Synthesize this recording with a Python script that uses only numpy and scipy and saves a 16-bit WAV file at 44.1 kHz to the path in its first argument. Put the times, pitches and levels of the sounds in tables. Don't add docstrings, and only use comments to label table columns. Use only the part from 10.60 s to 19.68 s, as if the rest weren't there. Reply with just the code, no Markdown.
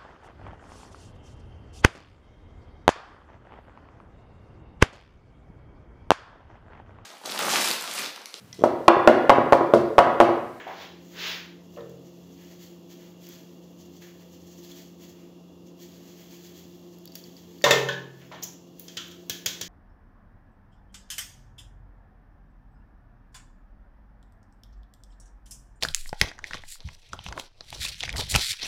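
import sys
import numpy as np
from scipy import signal
from scipy.io import wavfile
from scipy.ndimage import uniform_filter1d

SR = 44100
rng = np.random.default_rng(int(sys.argv[2]) if len(sys.argv) > 2 else 0)


def file_out(sig):
    cols = np.atleast_2d(sig).T
    lim = np.clip(cols, -1, 1)
    pcm = np.round(lim * 32767).astype(np.int16)
    wavfile.write(sys.argv[1], SR, pcm)


def boost(x):
    u = np.asarray(x, float) / 20
    return 10 ** u


N = 400428

# hz, level_db (per Hz)
MESH_COLOUR = [(820, -28), (1400, -16), (1500, -18), (1730, -7), (2520, -9), (3340, 1), (3730, -6.5),
               (4480, -1), (5110, -5.5), (6710, -0.5), (9470, -18), (12400, -4.5), (15700, -1.5)]
# hz, level_db (per Hz)
WALL_COLOUR = [(350, -40), (600, -14.5), (824, -17.5), (1010, -11.5), (1160, -16), (1810, -10),
               (2590, -6.5), (3360, 0.5), (5230, -4), (6000, 0), (6890, -1), (7600, -9.5), (8300, -10),
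               (9200, -7.5), (15600, 2), (16600, -22)]
QUIET_EDGE_HZ = 15850


def evened(x):
    return x / np.sqrt(np.mean(x ** 2) + 1e-20)


def read(points, hz):
    f, value = np.transpose(points)
    return np.interp(np.log(hz + 1), np.log(f + 1), value)


def add(mix, s, sound):
    part = mix[round(s * SR):][:len(sound)]
    part += sound[:len(part)]


def seconds(length_s):
    return np.arange(round(length_s * SR)) / SR


def coloured(x, gain_db):
    hz = abs(np.fft.fftfreq(4096, 1 / SR))
    log_gain = np.log(boost(np.maximum(gain_db(hz), -100)))
    taps = np.fft.ifft(np.exp(np.conj(signal.hilbert(log_gain)))).real[:2048]
    return signal.oaconvolve(x, taps)[:len(x)]


def resonate(x, hz, width):
    r = np.exp(-np.pi * width / SR)
    return 2 * signal.lfilter([1 - r], [1, -r * np.exp(2j * np.pi * hz / SR)], x).real


def drift(rate):
    steps = uniform_filter1d(rng.standard_normal(400), 3)
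    return evened(np.interp(np.arange(N) / SR * rate, np.arange(400), steps))


def kitchen(x):
    # hz, t60_s
    decay = [(100, 0.99), (500, 0.62), (2000, 0.51), (3500, 0.36), (5000, 0.21), (9000, 0.13),
             (16000, 0.15)]
    taps = np.zeros(SR)
    at = np.arange(260, SR - 20, 12)
    at = at + rng.integers(0, 12, len(at))
    taps[at] = rng.choice([-1., 1.], at.shape)
    hz, t, z = signal.stft(taps, SR, nperseg=256)
    dying = boost(-60 * t / read(decay, hz)[:, None])
    tail = signal.istft(z * dying, SR, nperseg=256)[1]
    return signal.fftconvolve(x, tail / np.linalg.norm(tail))[:N]


def cooler():
    # hz, level_db (rms), waver_db
    motor = [(84.7, -69, -4), (175.3, -51.5, 0), (348.6, -58.5, 2), (528, -68.5, 2)]
    # hz, width_hz, level_db (rms)
    panels = [(346.9, 10.3, -59.5), (277, 6.3, -62), (206.3, 8.5, -72), (442.7, 11, -67.5),
              (498, 6.2, -68.5), (653.7, 16.6, -69.5), (2800, 160, -73.5), (3400, 250, -75.5)]
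    # hz, level_db (per Hz)
    air_colour = [(25, -57), (68, -18.5), (130, -15.5), (220, -11), (350, -8.5), (420, -16.5), (650, -21.5),
                  (1150, -27.5), (1500, -38.5), (2300, -43), (3000, -37), (6900, -36.5), (8800, -49),
                  (12000, -39.5)]
    # time_s, gain_db
    held = [(0, -10), (.22, -8), (.4, 0), (7.0, -2), (7.2, -2.5), (8.3, -2), (8.6, -1.5)]
    t = np.arange(N) / SR
    orders, case = np.zeros((2, N))
    for hz, db, waver in motor:
        tone = np.sqrt(2) * np.sin(2 * np.pi * (hz * t + rng.random()))
        orders += boost(db + waver * drift(13)) * tone
    for hz, width, db in panels:
        stirred = resonate(resonate(rng.standard_normal(N), hz, width), hz, 2 * width)
        case += boost(db + 0.55 * drift(5.5)) * evened(stirred)
    air = evened(coloured(rng.standard_normal(N), lambda hz: read(air_colour, hz)))
    return boost(np.interp(t, *np.transpose(held))) * orders + case + boost(-54.5) * air


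def slide(rows):
    # hz, level_db (per Hz)
    glove_colour = [(240, -38), (400, 7.5), (587, -1), (644, 4.5), (695, -4), (975, 2.5), (1230, -1.5),
                    (1800, 3.5), (2230, 2), (3430, 3.5), (6750, -8.5), (8760, -29), (15700, -8.5)]
    s, level_db, bright_db = np.transpose(rows)
    t = np.arange(s[0], s[-1], 1 / SR)
    rub = evened(coloured(rng.standard_normal(len(t)), lambda hz: read(glove_colour, hz)))
    dull = signal.lfilter(*signal.butter(2, 2200, fs=SR), rub)
    bright = boost(np.interp(t, s, bright_db))
    return s[0], boost(np.interp(t, s, level_db)) * (dull / bright + (rub - dull) * bright)


def glove_slides():
    # time_s, level_db, brightness_db (bright half up, dull half down)
    slides = [
        [(0.0, -45.5, -8), (0.062, -50.5, -6.5), (0.084, -43.5, -6), (0.16, -46.5, -3.5), (0.224, -42, -0.5),
         (0.306, -53, 0), (0.42, -68, 4.5)],
        [(0.5, -68, 1), (0.536, -53.5, -2.5), (0.6, -39, 2.5), (0.68, -42.5, 10.5), (0.752, -41.5, 5),
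         (1.02, -77.5, 6.5)],
    ]
    glove = np.zeros(N)
    for rows in slides:
        add(glove, *slide(rows))
    return glove


def tick(s, peak_db, note_hz, fizz_db, ms=2.9):
    t = seconds(.04)
    click = coloured(rng.standard_normal(len(t)) * np.exp(-t / 0.00045),
                     lambda hz: read(MESH_COLOUR, hz) + 6 * (hz > 9000))
    scratch = 1 + 3.1 * uniform_filter1d(rng.standard_normal(len(t)), size=24)
    pair = np.sin(2 * np.pi * note_hz * t) + 0.46 * np.sin(2 * np.pi * 1.19 * note_hz * t)
    note = scratch * pair * np.exp(-t / (ms / 1000)) * (1 - np.exp(-t / 0.00025))
    return s, boost(peak_db) * (note + boost(fizz_db) * click / abs(click).max())


def chatter(s, peak_db, fizz_db):
    note_hz, ring_db, ring_s = 4600, -13, .009
    t = seconds(.1)
    ring = boost(peak_db + ring_db) * np.sin(2 * np.pi * note_hz * t) * np.exp(-t / ring_s)
    add(ring, 0, tick(s, peak_db, note_hz, fizz_db, ms=3.6)[1])
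    return s, ring


def fingertips():
    # time_s, peak_db, note_hz, fizz_db
    ticks = [(.078, -43, 3400, 5), (.568, -47, 5500, 4), (1.163, -47, 2800, -20), (1.207, -48, 3750, -3),
             (1.296, -61, 6570, 22), (2.668, -47.5, 12800, 17), (2.668, -47, 5250, 13),
             (2.689, -40, 13100, 10), (3.422, -54, 4070, 8), (4.09, -47, 5000, 3), (4.117, -42, 3400, 5),
             (4.43, -52, 2980, 8), (6.386, -56, 11900, 22), (6.555, -34.5, 5500, -20),
             (7.015, -47, 1890, 4), (7.109, -15, 2080, 6), (7.108, -34, 14800, 0), (7.326, -38, 4600, -10),
             (7.616, -46, 2800, 1), (7.822, -41, 14500, 4), (7.835, -24, 14600, -5), (7.846, -34, 14800, 0),
             (7.934, -47, 13500, 2), (8.482, -47, 13500, 5), (8.665, -55, 12700, 8)]
    # time_s, peak_db, fizz_db
    chatters = [(6.456, -50, 26), (6.476, -44, 10), (6.52, -48, 8), (6.554, -37, 12), (6.595, -54, -5),
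                (6.639, -43.5, -1), (6.766, -46, 4), (6.987, -56, 0), (7.021, -41.5, 15)]
    tips = np.zeros(N)
    for row in ticks:
        add(tips, *tick(*row))
    for row in chatters:
        add(tips, *chatter(*row))
    return tips


def slap(s, peak_db, note_hz, note_db, fizz_db):
    t = seconds(.5)
    noise = rng.standard_normal((2, len(t))) * (1 - np.exp(-t / 0.0017))
    grip = boost(2.04 * evened(uniform_filter1d(rng.standard_normal(len(t)), size=60)))
    contact = grip * np.exp(-t / 0.0038) + boost(-17.0 - 60 * t / 0.45)

    def wall_db(hz):
        note = note_db / (1 + ((hz - note_hz) / 900) ** 4)
        return read(WALL_COLOUR, hz) + note - 20 * (hz > 9000)

    def fizz_colour_db(hz):
        return read(WALL_COLOUR, hz) - 40 * (hz < 9000) - 5 * (hz < 10300)

    wall = coloured(noise[0] * contact, wall_db)
    fizz = coloured(noise[1] * (np.exp(-t / 0.0011) + boost(-28.5 - 60 * t / 0.35)), fizz_colour_db)
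    push = np.sin(2 * np.pi * 110 * t) * np.exp(-t / 0.006)
    push += 1.2 * np.sin(2 * np.pi * 450 * t) * np.exp(-t / 0.003)
    thud = boost(-19.5) * (push - uniform_filter1d(push, 700))
    body = wall / abs(wall).max() + boost(fizz_db + 3) * fizz / abs(fizz).max() + thud
    return s, boost(peak_db - 1.5) * body


def palm_slaps():
    # time_s, peak_db, note_hz, note_db, fizz_db
    slaps = [(6.554, -38, 4800, -18, 10), (7.8245, -27, 5880, 14, -22), (7.831, -23.5, 7240, 13.5, -10),
             (7.838, -24, 5830, 20, -2), (8.1953, -39.5, 7000, 4, 13.5), (8.2811, -31, 3150, -2, -17),
             (8.3691, -20, 3000, 4.5, -17), (8.3758, -28.5, 3100, 5, -17), (8.512, -37.5, 3270, 2, -8),
             (8.518, -40, 3330, -1, -15), (8.6962, -13, 5960, 1, -3), (8.8597, -12, 3300, 0, -5),
             (9.0111, -15, 3520, -4, -9.5)]
    palm = np.zeros(N)
    for row in slaps:
        add(palm, *slap(*row))
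    return palm


def belly(s, level_db):
    hz, t60_s, rise_s = 134.6, 1.55, 0.053
    t = seconds(1.8)
    return s, boost(level_db - 60 * t / t60_s) * np.sin(2 * np.pi * hz * t) * (1 - np.exp(-t / rise_s))


def clang(modes, s, ring_db, best_hz, reach, crack_db):
    t = seconds(.8)
    hz, db, t60 = np.transpose(modes)[:, :, None]

    def wander():
        knots = rng.standard_normal((len(hz), 80))
        return np.array([np.interp(t, np.linspace(0, .8, 80), k) for k in knots])

    level = 1 + .3 * wander()
    phase = .5 * hz / (hz + 1800) * wander()
    share_db = -6 * (np.log2(hz / best_hz) / reach) ** 2
    dying = boost(db + share_db - 10.5 - 60 * t / t60)
    ring = (dying * level * np.sin(2 * np.pi * hz * t + phase)).sum(0)
    ring *= 1 - np.exp(-t * (reach + 0.53) / 0.0016)

    def crack_colour_db(f):
        away = abs(np.log2((f + 50) / best_hz)) / reach
        return read(WALL_COLOUR, f) - 9 * away - 5 * (f > 8000)

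    rattle = rng.standard_normal(len(t)) * (boost(-60 * t / 0.014) + boost(-17 - 60 * t / 0.43))
    crack = coloured(rattle * (1 - np.exp(-t * (reach + 0.14) / 0.002)), crack_colour_db)
    return s, boost(ring_db) * ring + boost(crack_db) * crack / abs(crack).max()


def struck_metal():
    low_hz, top_hz, fine_hz = [176, 395, 340, 427, 466, 523, 568, 590, 787, 840, 923, 1003, 1142, 1262,
                               1796, 1814, 1840], [2100, 2643, 2940, 3440, 3656, 3680, 4480, 5640, 6900, 7120], [619, 759, 1200, 1350, 2234, 2821, 3149,
                                                                     3962, 4247, 4790, 5103, 5303, 6050,
                                                                     6627, 7424, 7693, 10500, 12200, 14100]
    # level_db, t60_s
    main_ring, fine_ring = [(-3.5, 0.78), (-9.5, 0.88), (-10, 0.37), (-3.5, 0.65), (1, 0.57), (5.5, 0.077),
                            (6.5, 0.22), (-11.5, 0.23), (-12, 0.54), (-16, 0.63), (-11.5, 0.49),
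                            (-11, 0.22), (-4.5, 0.13), (-12.5, 0.31), (-5.5, 0.44), (-3, 0.26), (-4, 0.18),
                            (-5, 0.18), (3, 0.074), (-3, 0.12), (2, 0.078), (2, 0.27), (-1, 0.121),
                            (-17, 0.3), (-3.5, 0.16), (-4, 0.23), (-10, 0.11)], [(-12.5, 0.35), (-9, 0.4), (-10, 0.17), (-8.5, 0.23), (-15, 0.12),
                                          (-13.5, 0.206), (-21, .3), (-18, 0.15), (-23, 0.2), (-10.5, 0.41),
                                          (-15, 0.21), (-11, 0.12), (-19, 0.22), (-19, .15), (-10, .2),
                                          (-2, 0.24), (-13, 0.17), (-3, 0.16), (-4, .2)]
    rim_hz = [1066, 1295, 1512, 1667, 1717, 1740, 2445, 2575, 3036, 3205, 3300, 4370, 4540]
    # level_db, t60_s
    rim_ring = [(-1, 0.17), (-17, 0.2), (6.5, 0.096), (-5.5, 0.4), (-4, 0.38), (2.5, 0.34), (-33, 0.43),
                (-8.5, 0.18), (-7, 0.2), (4.5, 0.097), (-4, 0.17), (-23, 0.22), (-26, 0.31)]
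    # time_s, ring_db, best_hz, reach_octaves, crack_db
    clangs = [(.003, -57, 6950, 0.37, -55), (.066, -22.5, 800, 0.32, -31.5), (.085, -28, 940, 0.41, -37),
              (.14, -59, 497, 0.61, -53), (1.169, -31.5, 485, 0.28, -39.5), (1.173, -35.5, 1130, 0.49, -42),
              (7.04, -10, 1270, 1.86, -8.5), (7.062, -20, 1070, 0.45, -10), (7.108, -8.5, 1370, 2.1, -4.5),
              (7.135, -21, 990, 2, -35), (7.288, -27, 3600, .15, -45), (7.713, -36, 800, 0.44, -35),
              (7.719, -33.5, 1100, 0.77, -31.5), (7.745, -52, 1500, 0.73, -39)]
    # time_s, ring_db, best_hz, reach_octaves, crack_db
    rim_hits = [(0.002, -42.5, 2010, 2.3, -61.5), (3.419, -60, 1810, 0.39, -51),
                (7.287, -19.5, 1860, 1.2, -21), (8.283, -40, 3600, 0.72, -58),
                (8.37, -25.5, 2950, 0.41, -31), (8.372, -37, 1380, 0.22, -41),
                (8.513, -41, 3200, 0.56, -60), (8.699, -27, 3300, 0.71, -35), (8.86, -34, 3300, 0.85, -46),
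                (9.014, -34, 3300, 0.71, -38)]
    # time_s, level_db
    belly_blows = [
        (1.17, -43.5),
        (7.04, -25),
    ]
    bowl = np.column_stack([low_hz + top_hz + fine_hz, main_ring + fine_ring])
    rim = np.column_stack([rim_hz, rim_ring])
    metal = np.zeros(N)
    for row in clangs:
        add(metal, *clang(bowl, *row))
    for row in rim_hits:
        add(metal, *clang(rim, *row))
    for row in belly_blows:
        add(metal, *belly(*row))
    return metal


def surge(rows, t):
    rise_share, fall_share = 0.38, 0.44
    s, flow_db, length = np.transpose(rows)[:3, :, None]
    late = (t - s) / length
    return flow_db - 6 * np.where(late < 0, (late / rise_share) ** 2, abs(late) / fall_share)


def run_of_shakes():
    run_db = [-59, -54.5, -51.5, -51.5, -52.5, -52]
    start_s, period_s, length_s = 5.362, .1258, 0.11
    return [(start_s + k * period_s, db, length_s, 16 - k) for k, db in enumerate(run_db)]


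def flow():
    # peak_s, flow_db, length_s, coarseness_db (towards 2 kHz)
    shakes = [(.46, -58.5, .12, 18), (.55, -54.5, 0.17, 0), (1.17, -59, 0.14, 0), (1.84, -56, 0.15, 21),
              (1.92, -56, 0.046, 19), (2.04, -50, 0.088, 12), (2.322, -50, .055, 12),
              (2.44, -58, 0.16, 20.5), (2.65, -52, 0.096, 13), (2.735, -50, 0.16, 15.5),
              (3.428, -49.5, 0.033, 14), (3.47, -56.5, 0.092, 22.5), (3.62, -60, 0.053, 20),
              (4.05, -50, 0.062, -2), (4.11, -51, 0.065, 15), (4.185, -50, 0.096, 13),
              (4.44, -52.5, 0.091, 13), (4.6, -61, 0.15, 21.5), (5.23, -49.5, 0.079, -2),
              (6.15, -59.5, 0.052, -6), (6.58, -51, 0.088, -15), (6.66, -53.5, 0.062, 0),
              (6.78, -55, 0.029, 0), (6.93, -67, .1, 24)]
    # peak_s, flow_db
    flicks = [(1.05, -66), (1.3, -64), (1.47, -60), (1.64, -71), (1.73, -62), (2.88, -66), (3.04, -65),
              (3.197, -60), (3.214, -58), (3.26, -61), (3.34, -63), (3.37, -57.5), (3.74, -55.5),
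              (3.82, -64), (3.88, -56), (3.93, -56), (3.99, -54.5), (4.27, -61), (4.5, -55.5), (5.075, -61),
              (6.34, -62), (8.08, -67)]
    # time_s, flow_db, coarseness_db
    trickle = [(.9, -83, -11), (1.25, -67.5, 14), (2.1, -60, 11), (2.2, -67, 11), (2.8, -66.5, 4),
               (4.2, -59, -3), (4.7, -84, 2), (5.15, -87, 0), (5.3, -59.5, 13), (6.05, -60, 8),
               (6.3, -63.5, -10), (7.03, -57.5, 3.5), (7.5, -64, -11), (7.62, -60, 30.5), (8.12, -73, -10),
               (8.2, -56.5, -8), (8.45, -54.5, 0), (8.65, -62.5, -3)]
    flick_s = 0.041
    t = np.arange(0, N / SR, .002)
    rows = shakes + run_of_shakes()
    shake_db = surge(rows, t)
    coarse_db = np.transpose(rows)[3][:, None]
    flick = (boost(surge([(s, db, flick_s) for s, db in flicks], t)) ** 2).sum(0)
    at, thin_db, grit_db = np.transpose(trickle)
    thin_db = np.interp(t, at, thin_db)
    grit_db = np.interp(t, at, grit_db)
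    fine = (boost(shake_db) ** 2).sum(0) + boost(thin_db) ** 2 + flick
    coarse = (boost(shake_db + coarse_db) ** 2).sum(0) + boost(thin_db + grit_db) ** 2
    return [np.interp(np.arange(N) / SR, t, np.sqrt(power)) for power in (fine, coarse, flick)]


def powder():
    ping_hz, ping_width_hz, grains_per_s = 6260, 1900, 12000
    sizes = boost(1.7 * np.minimum(rng.exponential(1, (2, N)), 4))
    grains = rng.standard_normal((2, N)) * sizes * (rng.random((2, N)) < grains_per_s / SR)
    fine = evened(coloured(grains[0], lambda hz: read(MESH_COLOUR, hz) - 30 * (hz < 1200)))
    lumps = evened(resonate(resonate(grains[1], 2030, 2400), 2030, 2400))
    pings = evened(resonate(resonate(grains[1], ping_hz, ping_width_hz), ping_hz, ping_width_hz))
    dust, grit, flick = flow()
    unrest = boost(.7 * drift(40))
    return unrest * (boost(1.0) * dust * fine + boost(-28.0) * grit * lumps + boost(-6) * flick * pings)


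def scene():
    sift, hum, glove = powder(), cooler(), glove_slides()
    metal, palm, tips = struck_metal(), palm_slaps(), fingertips()
    blows = boost(-8) * metal + boost(-9) * palm + boost(-9) * tips
    sent = blows + boost(-12.5) * glove + boost(-10.0) * sift
    echo = kitchen(coloured(sent, lambda hz: -11 * (hz > 9000) - 8 * (hz < 160)))
    steady = coloured(glove + sift + echo + hum, lambda hz: -50 * (hz > QUIET_EDGE_HZ))
    near = signal.sosfilt(signal.butter(4, 70, "high", fs=SR, output="sos"), metal + palm + tips)
    return (near + steady)[None]


def halved_top(x):
    gate_db = -57
    low_pass = signal.firwin(1023, QUIET_EDGE_HZ - 60, window=("kaiser", 8), fs=SR)[None]
    top = x - signal.oaconvolve(x, low_pass, "same")
    level_db = 10 * np.log10(abs(uniform_filter1d(top ** 2, size=400)) + 1e-14)
    is_open = uniform_filter1d(1. * (level_db > gate_db), size=200)
    return x - top * (1.5 - is_open)


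def top_cut(x):
    return signal.sosfilt(signal.butter(12, 17000, fs=SR, output="sos"), x)


def record(dry):
    # hz, gain_db
    port = [(7400, 0.5), (8100, -7), (9800, -7), (10300, -3.5)]
    thin = signal.sosfilt(signal.butter(3, 45, "high", fs=SR, output="sos"), dry)
    thin = coloured(thin[0], lambda hz: read(port, hz))[None]
    power_db = 10 * np.log10(abs(uniform_filter1d(thin[0] ** 2, 2000)) + 1e-12)
    fall = np.arange(N) * 4.5 / SR
    over_db = np.maximum(np.maximum.accumulate(power_db + fall) - fall + 22.5, 0)
    ducked = thin / boost(0.17 * uniform_filter1d(over_db, 1500, origin=700))
    rounded = 1.1 * np.tanh(ducked / 1.1)
    band_limit = signal.firwin(255, 16700, window=("kaiser", 9), fs=SR)[None]
    limited = signal.oaconvolve(rounded, band_limit, "same")
    return top_cut(halved_top(limited))


dry = scene()
out = record(dry)
file_out(out)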